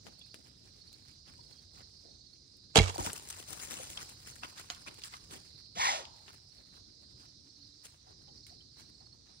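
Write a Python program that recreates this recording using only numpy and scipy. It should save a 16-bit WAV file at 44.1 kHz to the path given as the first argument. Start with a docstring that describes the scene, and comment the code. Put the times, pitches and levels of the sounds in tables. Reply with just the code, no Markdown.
"""In the woods a bow is loosed from a tree stand; a deer bolts through dry leaves, stops, snorts and steps about.
The bow is struck modes and a gritty scrape, the leaves are shaped crackle, the snort is noise in resonances.
A chorus of far insects trills around 4-5 kHz with one nearer cricket chirping, over far birds and a hush of air.
Two microphone ports with different colour hear the scene; the trees return a short tail of sparse echoes."""
import sys
import numpy as np
from scipy import signal
from scipy.fft import rfft, irfft
from scipy.io import wavfile
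from scipy.ndimage import uniform_filter1d

SR = 44100
rng = np.random.default_rng(int(sys.argv[2]) if len(sys.argv) > 2 else 0)


def put_to_file(sound):
    """Save the sound as 16-bit audio at rate SR, in the file named by the first command-line argument."""
    columns = np.atleast_2d(sound).T  # one column per channel
    safe = np.clip(columns, -1, 1)
    whole_steps = np.round(safe * 32767)
    wavfile.write(sys.argv[1], SR, whole_steps.astype(np.int16))


def convert_level_to_amplitude(level_db):
    """Map a level in decibels to its linear amplitude factor."""
    exponent = np.asarray(level_db, float) / 20
    return 10 ** exponent


N = 414540


def evened(x):
    """Scales to rms 1."""
    return x / np.sqrt(np.mean(x ** 2) + 1e-20)


def read(points, hz):
    """Reads a spectrum table on a log-frequency axis."""
    f, value = np.transpose(points)
    return np.interp(np.log(hz + 1), np.log(f + 1), value)


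def curve(points, t):
    """Reads a table as straight lines between its points."""
    return np.interp(t, *np.transpose(points))


def add(mix, s, sound):
    """Mixes a sound in at time s."""
    part = mix[..., round(s * SR):][..., :sound.shape[-1]]
    part += sound[..., :part.shape[-1]]


def colour(x, points):
    """Filters by a spectrum table."""
    hz = np.fft.rfftfreq(x.shape[-1], 1 / SR)
    return irfft(rfft(x) * convert_level_to_amplitude(read(points, hz)), x.shape[-1])


def tilt(hz, treble_db, bass_db, treble_hz, bass_hz):
    """Tips the treble from one edge up to 8 kHz and the bass below another edge."""
    treble = np.clip(np.log((hz + 1) / treble_hz) / np.log(8000 / treble_hz), 0, 1)
    bass = np.clip(np.log2(bass_hz / (hz + 1)) / 0.31, 0, 1)
    return np.multiply.outer(treble_db, treble) + np.multiply.outer(bass_db, bass)


def peak_db(t, top_s, top_db, rise, fade):
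    """A level that climbs to its top and sinks again, in dB per second."""
    return top_db - np.where(t < top_s, rise * (top_s - t), fade * (t - top_s))


def slow(size):
    """A slowly wandering random curve of rms 1."""
    smooth = uniform_filter1d(rng.standard_normal(N), size)
    return evened(uniform_filter1d(smooth, size))


def resonate(x, hz, width):
    """Shifts the curve hz down to zero, smooths, and shifts back: a resonance of gain 1."""
    turn = np.exp(2j * np.pi * np.cumsum(hz * np.ones(len(x))) / SR)
    r = np.exp(-np.pi * width / SR)
    return 2 * (turn * signal.lfilter([1 - r], [1, -r], x / turn)).real


def ports(x, side, lead=((0, 0), (20000, 0))):
    """Splits a sound by level and phase; the sum keeps its level unless the ports nearly cancel."""
    hz = np.fft.rfftfreq(N, 1 / SR)
    ratio = convert_level_to_amplitude(read(side, hz))
    left = ratio * np.exp(1j * curve(lead, hz))
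    both = np.array([left, np.ones(len(hz))])
    total = np.maximum(abs(both.sum(0)), 0.61 * np.sqrt(1 + ratio ** 2))
    return irfft(rfft(x) * both * 2 / total, N)


# blows inside the bow; a long contact rings only the low modes:
# (time [s], relative force [dB], contact [ms])
BLOWS = [(2.7578, -10.5, 0.32), (2.7598, -8, 1.36), (2.766, -8.5, 1.93), (2.7709, -6, 0.13),
         (2.776, -10, 0.11), (2.783, -1.5, 5.1), (2.7882, -5.5, 0.2), (2.798, -24.5, 0.32),
         (2.8, -9.5, 1.86), (2.808, -20, 0.15), (2.803, -4.5, 11), (2.83, -23, 0.074), (2.88, -25, 0.078),
         (2.898, -30.5, 0.2), (3.0, -23.5, 7.3), (3.067, -26.5, 3.4)]
# modes of limbs, riser and arrow rest: (frequency [Hz], relative level [dB], t60 [s])
BOW_MODES = [(61, -3.5, 0.15), (93, -9, 0.31), (124, -4.5, 0.045), (192, -4, 0.04), (300, -13.5, .05),
             (344, -14.5, 0.071), (440, 0.5, 0.07), (670, -11, 0.091), (800, -3.5, 0.036), (900, -5, 0.036),
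             (1140, -5, 0.025), (1810, -15.5, 0.044), (2282, -12, 0.27), (2750, -4, 0.035),
             (3315, -2, 0.05), (4010, 1.5, 0.019), (4900, -3, 0.017), (6500, -7.5, 0.028),
             (7800, -1.5, .015)]


def bow_ring():
    """Each blow is a force pulse, a push and its rebound, that sets the bow's modes ringing."""
    t, force = np.arange(SR // 2) / SR, np.zeros(N)
    for s, db, contact_ms in BLOWS:
        push = np.diff(np.hanning(max(round(contact_ms * SR / 1000), 2) + 2))
        add(force, s, convert_level_to_amplitude(db) * push / abs(push).sum())
    out = np.zeros((2, N))
    for hz, db, t60 in BOW_MODES:
        # the ports hear each mode at different phases, more scattered the higher it lies
        phase = np.array([[0], [0.71 + hz / 1500 * rng.standard_normal()]])
        ring = convert_level_to_amplitude(db - 60 * t / t60) * np.sin(2 * np.pi * hz * t + phase)
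        out += signal.oaconvolve(force[None], ring, axes=1)[:, :N]
    return 0.36 * out


# colour of the scrape: (frequency [Hz], relative level [dB])
SCRAPE_TONE = [(180, -38.5), (300, -9), (455, -6), (574, -6.5), (2000, -13.5), (2840, -12), (3700, -12.5),
               (7690, -15), (16000, -45.5)]
# the slide snags in bursts: (time [s], level [dB])
CATCHES = [(2.758, -11.5), (2.765, -20.5), (2.771, -13), (2.778, -13.5), (2.788, -21.5), (2.88, -35),
           (2.897, -36), (2.944, -40)]


def scrape():
    """String and arrow slide past the rest: a gritty hiss that swells, fades and stops, with snags."""
    t = np.arange(N) / SR
    grit = rng.standard_normal((2, N)) * convert_level_to_amplitude(3.5 * slow(size=40))
    end_s = 2.908
    slide_db = peak_db(t, 2.76, -30, rise=1900, fade=111) - 1500 * np.maximum(t - end_s, 0)
    level = convert_level_to_amplitude(slide_db)
    for s, db in CATCHES:
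        level = level + convert_level_to_amplitude(peak_db(t, s, db, rise=9000, fade=3500))
    return evened(colour(grit, SCRAPE_TONE)) * level


# balance of the bow: (frequency [Hz], left over right [dB])
BOW_SIDE = [(60, -6), (130, -4.5), (290, 0), (640, 0), (1410, -3), (3100, -11), (6820, -5), (15000, 1)]


def bow():
    """Struck modes with the scrape under them, each channel coloured by its own port."""
    out = bow_ring() + scrape()
    return np.array([ports(out[k], BOW_SIDE)[k] for k in range(2)])


# phase between the ports for the deer: (frequency [Hz], left leads by [rad])
DEER_LEAD = [(0, 0), (3270, -9.5), (4820, -14.5), (6800, -15.5), (10200, -27.5), (15800, -27),
             (16200, -20.5)]


def crackle():
    """Dense random clicks over noise, partly shared by the ports."""
    clicks = convert_level_to_amplitude(4.5 * np.minimum(rng.exponential(1, (3, N)), 4)) * rng.standard_normal((3, N))
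    clicks *= rng.random((3, N)) < 3500 / SR  # about 3500 clicks a second
    bed = evened(clicks) + 0.6 * rng.standard_normal((3, N))
    bed *= convert_level_to_amplitude(1.5 * slow(size=200))  # leaves give way in clumps
    level_sides = ((1, 0.0022), (20000, 0))  # practically equal level in both ports
    return 0.38 * ports(bed[0], level_sides, DEER_LEAD) + 0.8 * bed[1:]


# rustling bed: loud as the deer bolts, sinking, swelling softly again as the snort dies away:
# (time [s], level [dB])
RUSTLE = [(0, -71.5), (1.9, -70.5), (2.3, -78.5), (2.85, -75), (2.9, -59), (3.1, -52.5), (3.25, -60.5),
          (3.8, -57.5), (3.95, -58.5), (4.8, -65.5), (5.3, -65.5), (5.65, -74), (6.2, -68.5), (6.9, -75.5),
          (9.4, -76.5)]
BUSY_DB = -56.5  # the bed level from which crispness, weight and rumble are reckoned
# single steps and scuffs:
# (time [s], crunch level [dB], length [s], dryness as treble [dB], weight as bass [dB])
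STEPS = [(0.074, -55.5, 0.02, -7, 6), (0.347, -62.5, 0.0033, 6, 14.5), (1.284, -53, 0.021, -15.5, -11),
         (1.795, -55, 0.031, -15, -4.5), (2.086, -72, 0.032, -9, 18.5), (2.952, -52.5, 0.0054, 7.5, -10),
         (3.002, -41, 0.011, -1.5, 6.5), (3.073, -40, 0.023, -10.5, -3.5), (3.163, -51.5, .009, 8, 2),
         (3.305, -44, 0.0044, 3.5, -12), (3.532, -52.5, 0.031, 3, -0.5), (3.627, -47.5, 0.03, 3, -11),
         (3.754, -48.5, 0.081, -1, -5.5), (3.996, -40.5, 0.025, -17, -11), (4.283, -56, 0.029, 2, -6),
         (4.442, -37, 0.015, -19, -14), (4.59, -43.5, 0.023, -6.5, -11), (4.717, -42, 0.017, -10, -16),
         (4.879, -39.5, 0.014, -14.5, -5), (5.059, -50.5, 0.024, 0, -14), (5.15, -48.5, 0.029, -8, -25),
         (5.325, -45.5, 0.016, -3, -3.5), (5.352, -53.5, 0.026, -1.5, 2.5), (6.286, -52.5, 0.02, -10, -5.5),
         (6.6, -62.5, 0.024, -9.5, 2), (6.754, -59, .026, -8.5, -3.5), (7.227, -60.5, 0.036, -7, -0.5),
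         (7.854, -55, 0.015, 2.5, -4), (8.091, -62.5, 0.041, -16.5, -0.5), (8.491, -62, 0.015, -1, -9.5),
         (8.798, -58, 0.027, -5.5, -4), (8.291, -74, .018, -9.5, -6), (9.025, -65.5, 0.042, -24, -7),
         (9.312, -63.5, 0.04, -24.5, -3)]
# colour of the leaves: (frequency [Hz], relative level [dB])
LEAVES = [(24, -26), (40, -2), (99, 2.5), (185, -6), (297, -0.5), (363, -9.5), (942, -14), (1040, -15),
          (2150, -13), (3560, -14.5), (8990, -12.5), (12800, -28.5), (15600, -20.5), (16100, -44.5)]
# balance of the deer: (frequency [Hz], left over right [dB])
DEER_SIDE = [(60, 5), (120, -7.5), (240, 2.5), (480, 1.5), (950, 3), (1890, 2.5), (3770, -9), (7520, -1),
             (15000, 1)]
# how the rustling shifts between the sides as the deer moves: (time [s], left over right [dB])
DEER_PATH = [(0, -2.5), (2.9, -0.5), (3.5, 8), (4.1, 3), (5.4, 0), (7.8, 2), (9.4, 3.5)]


def rustle():
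    """Crackle shaped by a running bed plus one swell a step, quick to rise and slower to settle."""
    hz, t, z = signal.stft(crackle(), SR, nperseg=256, noverlap=192)
    patches = uniform_filter1d(rng.standard_normal(z.shape[1:]), size=5, axis=0)
    z *= convert_level_to_amplitude(3 * evened(uniform_filter1d(patches, size=9, axis=1)))  # each leaf crackles in its own band

    bed_db = curve(RUSTLE, t)
    dry_db = 4.5 + 0.5 * (bed_db - BUSY_DB)  # a louder bed is crisper
    weight_db = -1.7 - 0.14 * (bed_db - BUSY_DB)  # and thinner
    wander = np.interp(t * SR, np.arange(N), slow(size=1500))
    bed_db = bed_db + 3.5 * wander  # the rustling comes and goes
    power = convert_level_to_amplitude(bed_db + tilt(hz, dry_db, weight_db, 1400, 520).T) ** 2

    s, crunch_db, length, dry_db, weight_db = np.transpose(STEPS)
    since = t - s[:, None]
    late = since / np.maximum(length, .0025)[:, None]
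    swell = convert_level_to_amplitude(np.where(late < 0, -7 * late ** 2, -5 * abs(late) ** 2.85))
    settle = (late > 0) * convert_level_to_amplitude(-8 - 60 * abs(since) / 0.4)  # leaves keep settling, t60 0.4 s
    swell = np.maximum(swell, settle)
    step_gain = convert_level_to_amplitude(crunch_db[:, None] + tilt(hz, dry_db, weight_db, 950, 940))
    power = power + step_gain.T ** 2 @ swell ** 2

    half_db = (read(DEER_SIDE, hz)[:, None] + curve(DEER_PATH, t)) / 2
    tone = evened(convert_level_to_amplitude(read(LEAVES, hz)))[:, None]
    z *= np.sqrt(power) * tone * convert_level_to_amplitude(np.array([half_db, -half_db]))
    return signal.istft(z, SR, nperseg=256, noverlap=192)[1][:, :N]


# colour of the fixed nose cavities: (frequency [Hz], relative level [dB])
NOSE = [(120, -40), (300, -22), (700, -22), (1250, -10), (1550, -12), (2150, -8), (3000, -13), (4050, -9),
        (7500, -19), (10000, -28), (15000, -46)]
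# thumps of the chest: (time [s], frequency [Hz], level [dB])
CHEST = [(5.76, 186, -46.5), (5.778, 90, -47.5)]


def snort():
    """A blast of turbulent air through the nose, kicked off by a thump of the chest."""
    top_s, top_db = 5.865, -32.5
    rise_s, fade_s = 0.114, 0.2
    late = np.arange(-rise_s, fade_s, 1 / SR)
    rising = 21.5 * abs(late / rise_s) ** 2.97
    fading = 21.5 * abs(late / fade_s) ** 1.285
    under_db = np.where(late < 0, rising, fading)
    jet = rng.standard_normal(len(late)) * convert_level_to_amplitude(0.6 * slow(size=120)[:len(late)])  # the jet flutters

    # the nostrils ring higher as the blast builds, then close
    nostril_hz = np.maximum(960 - 55 * under_db * (late < 0) - 3200 * late, 300)
    nostril = resonate(resonate(jet, nostril_hz, 260), nostril_hz, 360)
    nose = evened(colour(jet, NOSE)) + convert_level_to_amplitude(-5) * evened(nostril)

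    # the nostrils flare and rasp at the height of the blast
    flare_s, flare_length_s, flare_hz = 5.79, 0.1202, 2050
    since = late + top_s - flare_s
    flare = np.clip(np.minimum(since, flare_length_s - since) / .015, .1, 1)
    rasp = resonate(resonate(jet, flare_hz, 800), flare_hz, 800)
    nose = nose + convert_level_to_amplitude(-1.5) * flare * evened(rasp)

    ramps = np.clip(np.minimum((late - late[0]) / 0.0026, (late[-1] - late) / 0.077), 0, 1)
    out = np.zeros(N)
    add(out, top_s - rise_s, convert_level_to_amplitude(top_db - under_db) * evened(nose) * ramps)
    t = np.arange(round(0.026 * SR)) / SR
    for s, hz, db in CHEST:
        add(out, s, convert_level_to_amplitude(db) * np.hanning(len(t)) * np.sin(2 * np.pi * hz * t))
    return ports(out, DEER_SIDE, DEER_LEAD)


# modes of a twig: (frequency [Hz], relative level [dB], t60 [s])
TWIG = [(720, -5.5, 0.095), (1440, -13, 0.23), (3000, 0, 0.043), (4170, -7, 0.18), (4800, 0, .02),
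        (6570, 7.5, 0.022)]
# twigs, crisp leaves and gear ticking:
# (time [s], relative level [dB], body as bass [dB], edge as treble [dB], left over right [dB])
SNAPS = [(.067, -41.5, 5, -9.5, 13), (.074, -45, 2, -16, 8), (.193, -50, -25, 3, 3), (0.343, -37, 1, -4, 6),
         (.929, -46.5, -8, 3, 5), (1.806, -45.5, 31, -17, 2), (2.569, -55.5, -25.5, 10, 5),
         (2.9806, -29.5, -1, 4.5, 2), (3.068, -32, 5, 0.7, 3), (3.102, -31.5, -1, -20, 3),
         (3.131, -27.5, -10.5, 14.5, 2), (3.288, -35, -6, 6.5, 0), (3.302, -35.5, -7.5, 10.5, -2),
         (3.427, -38, -0.5, -3.5, 0), (3.901, -40, -13, 16, 0), (3.974, -32.5, -20, -21.5, 10),
         (4.093, -40.5, -9, 5, 11), (4.357, -43.5, -25, 4, 0.1), (4.434, -30, -3.5, -22, 0),
         (4.575, -44.5, -11, -13, 7), (4.597, -35.5, 2.5, 0.5, 3), (4.701, -26, -2.5, -18.5, -6.5),
         (4.748, -39.5, -17, -6.5, -1), (4.943, -43, -12, 3, 2), (5.019, -39.5, -19, -30.5, 2),
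         (5.037, -32.5, -26, -14, -4), (5.138, -37, -4.5, -48, -7), (6.053, -37, -10, -20, 4),
         (6.281, -42, -7, -23.5, 5), (7.855, -38.5, -16, -1.5, 4), (8.467, -43, -10, 1.5, 2),
         (8.798, -46.5, 2, 0, -2)]


def snaps():
    """A wide sharp crack and a patter of bits; the loud ones are twigs and ring."""
    out, t = np.zeros((2, N)), np.arange(4096) / SR
    hz = np.fft.rfftfreq(len(t), 1 / SR)
    twig = sum(convert_level_to_amplitude(db - 60 * t / t60) * np.sin(2 * np.pi * f * t) for f, db, t60 in TWIG)
    tone = convert_level_to_amplitude(read([(100, -9), (500, 0.0), (9000, -2.5), (16000, -17.5)], hz))
    decay = 0.83 * convert_level_to_amplitude(-60 * t / 0.0047) + 0.2 * convert_level_to_amplitude(-60 * t / .06)  # crack, then patter
    for s, db, body_db, edge_db, pan_db in SNAPS:
        bits = rng.standard_normal((3, len(t)))
        bits = 0.5 * bits[0] + 1.1 * bits[1:]  # partly shared by the ports
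        bits = irfft(rfft(bits) * tone * convert_level_to_amplitude(tilt(hz, edge_db, body_db, 4900, 2600)))
        snap = evened(bits) * decay + 0.5 * np.clip((db + 29.0) / 9, 0, 1) * twig
        pan = np.array([[pan_db], [-pan_db]]) / 2
        add(out, s, convert_level_to_amplitude(db + pan) * snap * np.minimum(t / 0.00023, 1))
    return out


# short pitched knocks: hooves and gear, ringing twigs and leaves, soft far thuds:
# (time [s], frequency [Hz], relative level [dB], rise [s])
KNOCKS = [(.212, 3430, -58, 0.004), (.214, 2800, -65, .003), (1.39, 945, -61, 0.0025),
          (2.793, 2140, -27.5, 0.0027), (2.859, 1197, -42.5, .003), (2.897, 930, -45.5, 0.0032),
          (2.955, 4660, -45, .002), (2.959, 772, -42, 0.0013), (2.98, 651.6, -40.5, 0.0014),
          (2.983, 340, -38, 0.0045), (2.989, 946, -41.5, .003), (3.01, 810, -44.5, .003),
          (3.024, 300, -46, 0.0039), (3.051, 654, -44, 0.0018), (3.067, 957, -40, 0.0036),
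          (3.069, 420, -46.5, 0.003), (3.132, 432, -48, 0.0025), (3.615, 2190, -53, 0.0082),
          (3.794, 522, -52, .007), (3.974, 3220, -42, 0.0017), (4.434, 1290, -41.5, 0.0012),
          (4.432, 2640, -45.5, .002), (4.443, 2200, -48, .002), (4.871, 2400, -44, 0.0022),
          (5.037, 4920, -41.5, 0.0014), (5.139, 2115, -46, 0.0016), (5.14, 1180, -52, 0.0028),
          (8.06, 766, -70, 0.013), (8.27, 800, -69, 0.012), (8.286, 3100, -71, .003),
          (8.465, 2215, -64, .003), (8.5, 710, -68, 0.012), (8.606, 3100, -63, .003),
          (8.797, 2205, -64, .003), (9.0, 773, -71, 0.013), (9.29, 768, -72.5, 0.01)]


def knocks():
    """Each knock is a short rough ring in one resonance, wider the higher it lies."""
    out, t = np.zeros(N), np.arange(round(.12 * SR)) / SR
    for s, hz, db, rise in KNOCKS:
        puff = resonate(rng.standard_normal(len(t)), hz, 150 + .2 * hz)
        puff = evened(resonate(puff, hz, 250 + .2 * hz))
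        ring = np.minimum(.004 / rise, 1) * np.sin(2 * np.pi * hz * t)  # quick knocks ring purer
        swell = t / rise * np.exp(1 - t / rise)
        add(out, s, convert_level_to_amplitude(db) * evened(ring + .4 * puff) * swell)
    return ports(out, DEER_SIDE, DEER_LEAD)


# decay of the echoes among the trees: (frequency [Hz], t60 [s])
TREES = [(100, .6), (900, .8), (2100, .35), (5000, .8), (14000, .1)]


def trees(x):
    """Sparse echoes of random sign from the trunks, each band dying at its own speed."""
    taps = np.zeros((2, SR))
    at = np.arange(500, SR - 20, 20) + rng.integers(0, 20, (2, (SR - 501) // 20))
    np.put_along_axis(taps, at, rng.choice([-1., 1.], at.shape), 1)
    hz, t, z = signal.stft(taps, SR, nperseg=256)
    z = z * convert_level_to_amplitude(-60 * t / read(TREES, hz)[:, None])
    tail = signal.istft(z, SR, nperseg=256)[1]
    return signal.fftconvolve(x, tail / np.linalg.norm(tail[0]), axes=1)[:, :N]


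# strokes within a chirp: (time before the last stroke [s], relative level [dB])
STROKES = [(0, 2.5), (.064, 2), (0.123, 1), (0.177, -1), (.218, 2)]
# chirps of the near cricket: (time of the last stroke [s], strokes [count], relative level [dB])
CHIRPS = [(.312, 4, -55), (.941, 3, -53), (1.589, 4, -54), (2.333, 5, -55), (4.458, 4, -57),
          (5.653, 4, -57), (6.584, 2, -57), (7.625, 3, -56), (8.499, 4, -54), (9.128, 4, -54)]


def cricket():
    """The near cricket files short tones in groups; each stroke sags in pitch."""
    out, t = np.zeros(N), np.arange(round(0.021 * SR)) / SR
    # starts at 4490 Hz and falls by 11 kHz per second
    stroke = np.hanning(len(t)) * np.sin(2 * np.pi * (4490 - 5500 * t) * t)
    for s, strokes, db in CHIRPS:
        for before, stroke_db in STROKES[:round(strokes)]:
            add(out, s - before - .008, convert_level_to_amplitude(db + stroke_db) * stroke)
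    return out


# far singers: (mean frequency [Hz], mean stroke rate [1/s], mean level [dB])
TRILLS = [(4850, 60, -67), (5070, 60, -66.5)]


def trills():
    """Far singers: wavering tones, beaten by quick strokes and swelling slowly."""
    t, out = np.arange(N) / SR, np.zeros(N)
    for hz, strokes, db in TRILLS:
        beat = .5 + .5 * np.sin(2 * np.pi * strokes * t + 4 * slow(size=900))
        tone = np.sin(2 * np.pi * np.cumsum(hz + 60 * slow(size=500)) / SR)
        out += convert_level_to_amplitude(db + 4.0 * slow(size=3000)) * beat * tone
    return out


# far, thin whistles: (time [s], length [s], first frequency [Hz], last frequency [Hz], level [dB])
BIRDS = [(.185, .11, 2250, 2620, -75), (1.38, .075, 3500, 3450, -75), (1.47, .19, 3360, 3230, -74),
         (9.315, .09, 8250, 9750, -78)]


def birds():
    """Thin gliding whistles far off."""
    out = np.zeros((2, N))
    for s, length, first_hz, last_hz, db in BIRDS:
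        u = np.linspace(0, 1, round(length * SR))
        hz = last_hz + (first_hz - last_hz) * (1 - u) ** 2
        hz = hz + 25 * slow(size=300)[:len(u)]  # the whistle wavers
        add(out, s, convert_level_to_amplitude(db) * np.sin(np.pi * u) * np.sin(2 * np.pi * np.cumsum(hz) / SR))
    return out


# hush of air and the blended chorus: (frequency [Hz], relative level [dB])
AIR_TONE = [(18, -41.5), (30, -14), (106, 1.5), (149, -10), (287, -9.5), (866, -34), (2680, -37.5),
            (3310, -27), (4080, -7), (5040, -9), (5740, -14.5), (7270, -30), (8520, -28.5), (10800, -50),
            (16000, -56.5)]
# balance of air and insects: (frequency [Hz], left over right [dB])
AIR_SIDE = [(60, 0.5), (130, 0), (290, 6.5), (640, 5.5), (1410, -2.5), (3100, -8.5), (6820, -9.5),
            (15000, 10.5)]
# how alike the two ports hear the air: (frequency [Hz], likeness [0-1])
AIR_SAME = [(60, 1), (200, 0.54), (400, 0.49), (1000, 0.67), (5000, 0.11), (12000, 0.26)]


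def air():
    """Random short-time spectra with small drifting patches and wide slow swells."""
    frames, hz = N // 256 + 5, np.fft.rfftfreq(1024, 1 / SR)
    a, b, c, d, drift = rng.standard_normal((frames, 513, 5)).T
    swells = evened(uniform_filter1d(uniform_filter1d(drift, 40, 0), 40, 1))
    patches = evened(uniform_filter1d(uniform_filter1d(drift, 14, 0), 8, 1))
    same = np.clip(read(AIR_SAME, hz), -1, 1)[:, None]
    left = a + 1j * b
    right = same * left + np.sqrt(1 - same ** 2) * (c + 1j * d)
    half_db = read(AIR_SIDE, hz)[:, None] / 2
    level_db = read(AIR_TONE, hz)[:, None] + 1.6 * patches + 1.1 * swells
    z = np.array([left, right]) * convert_level_to_amplitude(level_db + np.array([half_db, -half_db]))
    both = signal.istft(z, nperseg=1024, noverlap=768)[1][:, :N]
    return convert_level_to_amplitude(-60.5) * both / np.std(both.mean(0))


def rumble():
    """The rush shakes the ground: low resonant noise follows the level of the rustling bed."""
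    hz, width = 108 / 1.4, 108
    over_db = curve(RUSTLE, np.arange(N) / SR) - BUSY_DB
    noise = resonate(resonate(rng.standard_normal(N), hz, width), hz, width)
    return convert_level_to_amplitude(-60.5 + 0.47 * over_db) * evened(noise)


def hum():
    """A faint far hum, noise in a narrow resonance, swells once."""
    size, hz = round(1.0 * SR), 285
    noise = resonate(resonate(rng.standard_normal(size), hz, 30), hz, 30)
    out = np.zeros(N)
    add(out, 7.05, convert_level_to_amplitude(-71.5) * np.hanning(size) * evened(noise))
    return out


def scene():
    """Near bow, deer among the trees, insects, birds, air, a low rumble and a far hum."""
    shot = bow()
    deer = rustle() + snort() + snaps() + knocks()
    tail = trees(convert_level_to_amplitude(-28.0) * shot + convert_level_to_amplitude(-20) * deer)
    insects = ports(cricket() + trills(), AIR_SIDE)
    return shot + deer + tail + insects + birds() + air() + rumble() + hum()


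def band_limit(x):
    """A steep low-pass at the top of the band."""
    return signal.sosfilt(signal.butter(12, 16600, fs=SR, output="sos"), x)


def record(dry):
    """The microphone drops the deepest bass, below 42 Hz."""
    high_pass = signal.butter(3, 42, "high", fs=SR, output="sos")
    mix = signal.sosfilt(high_pass, dry)
    return band_limit(mix)


dry = scene()
out = record(dry)
put_to_file(out)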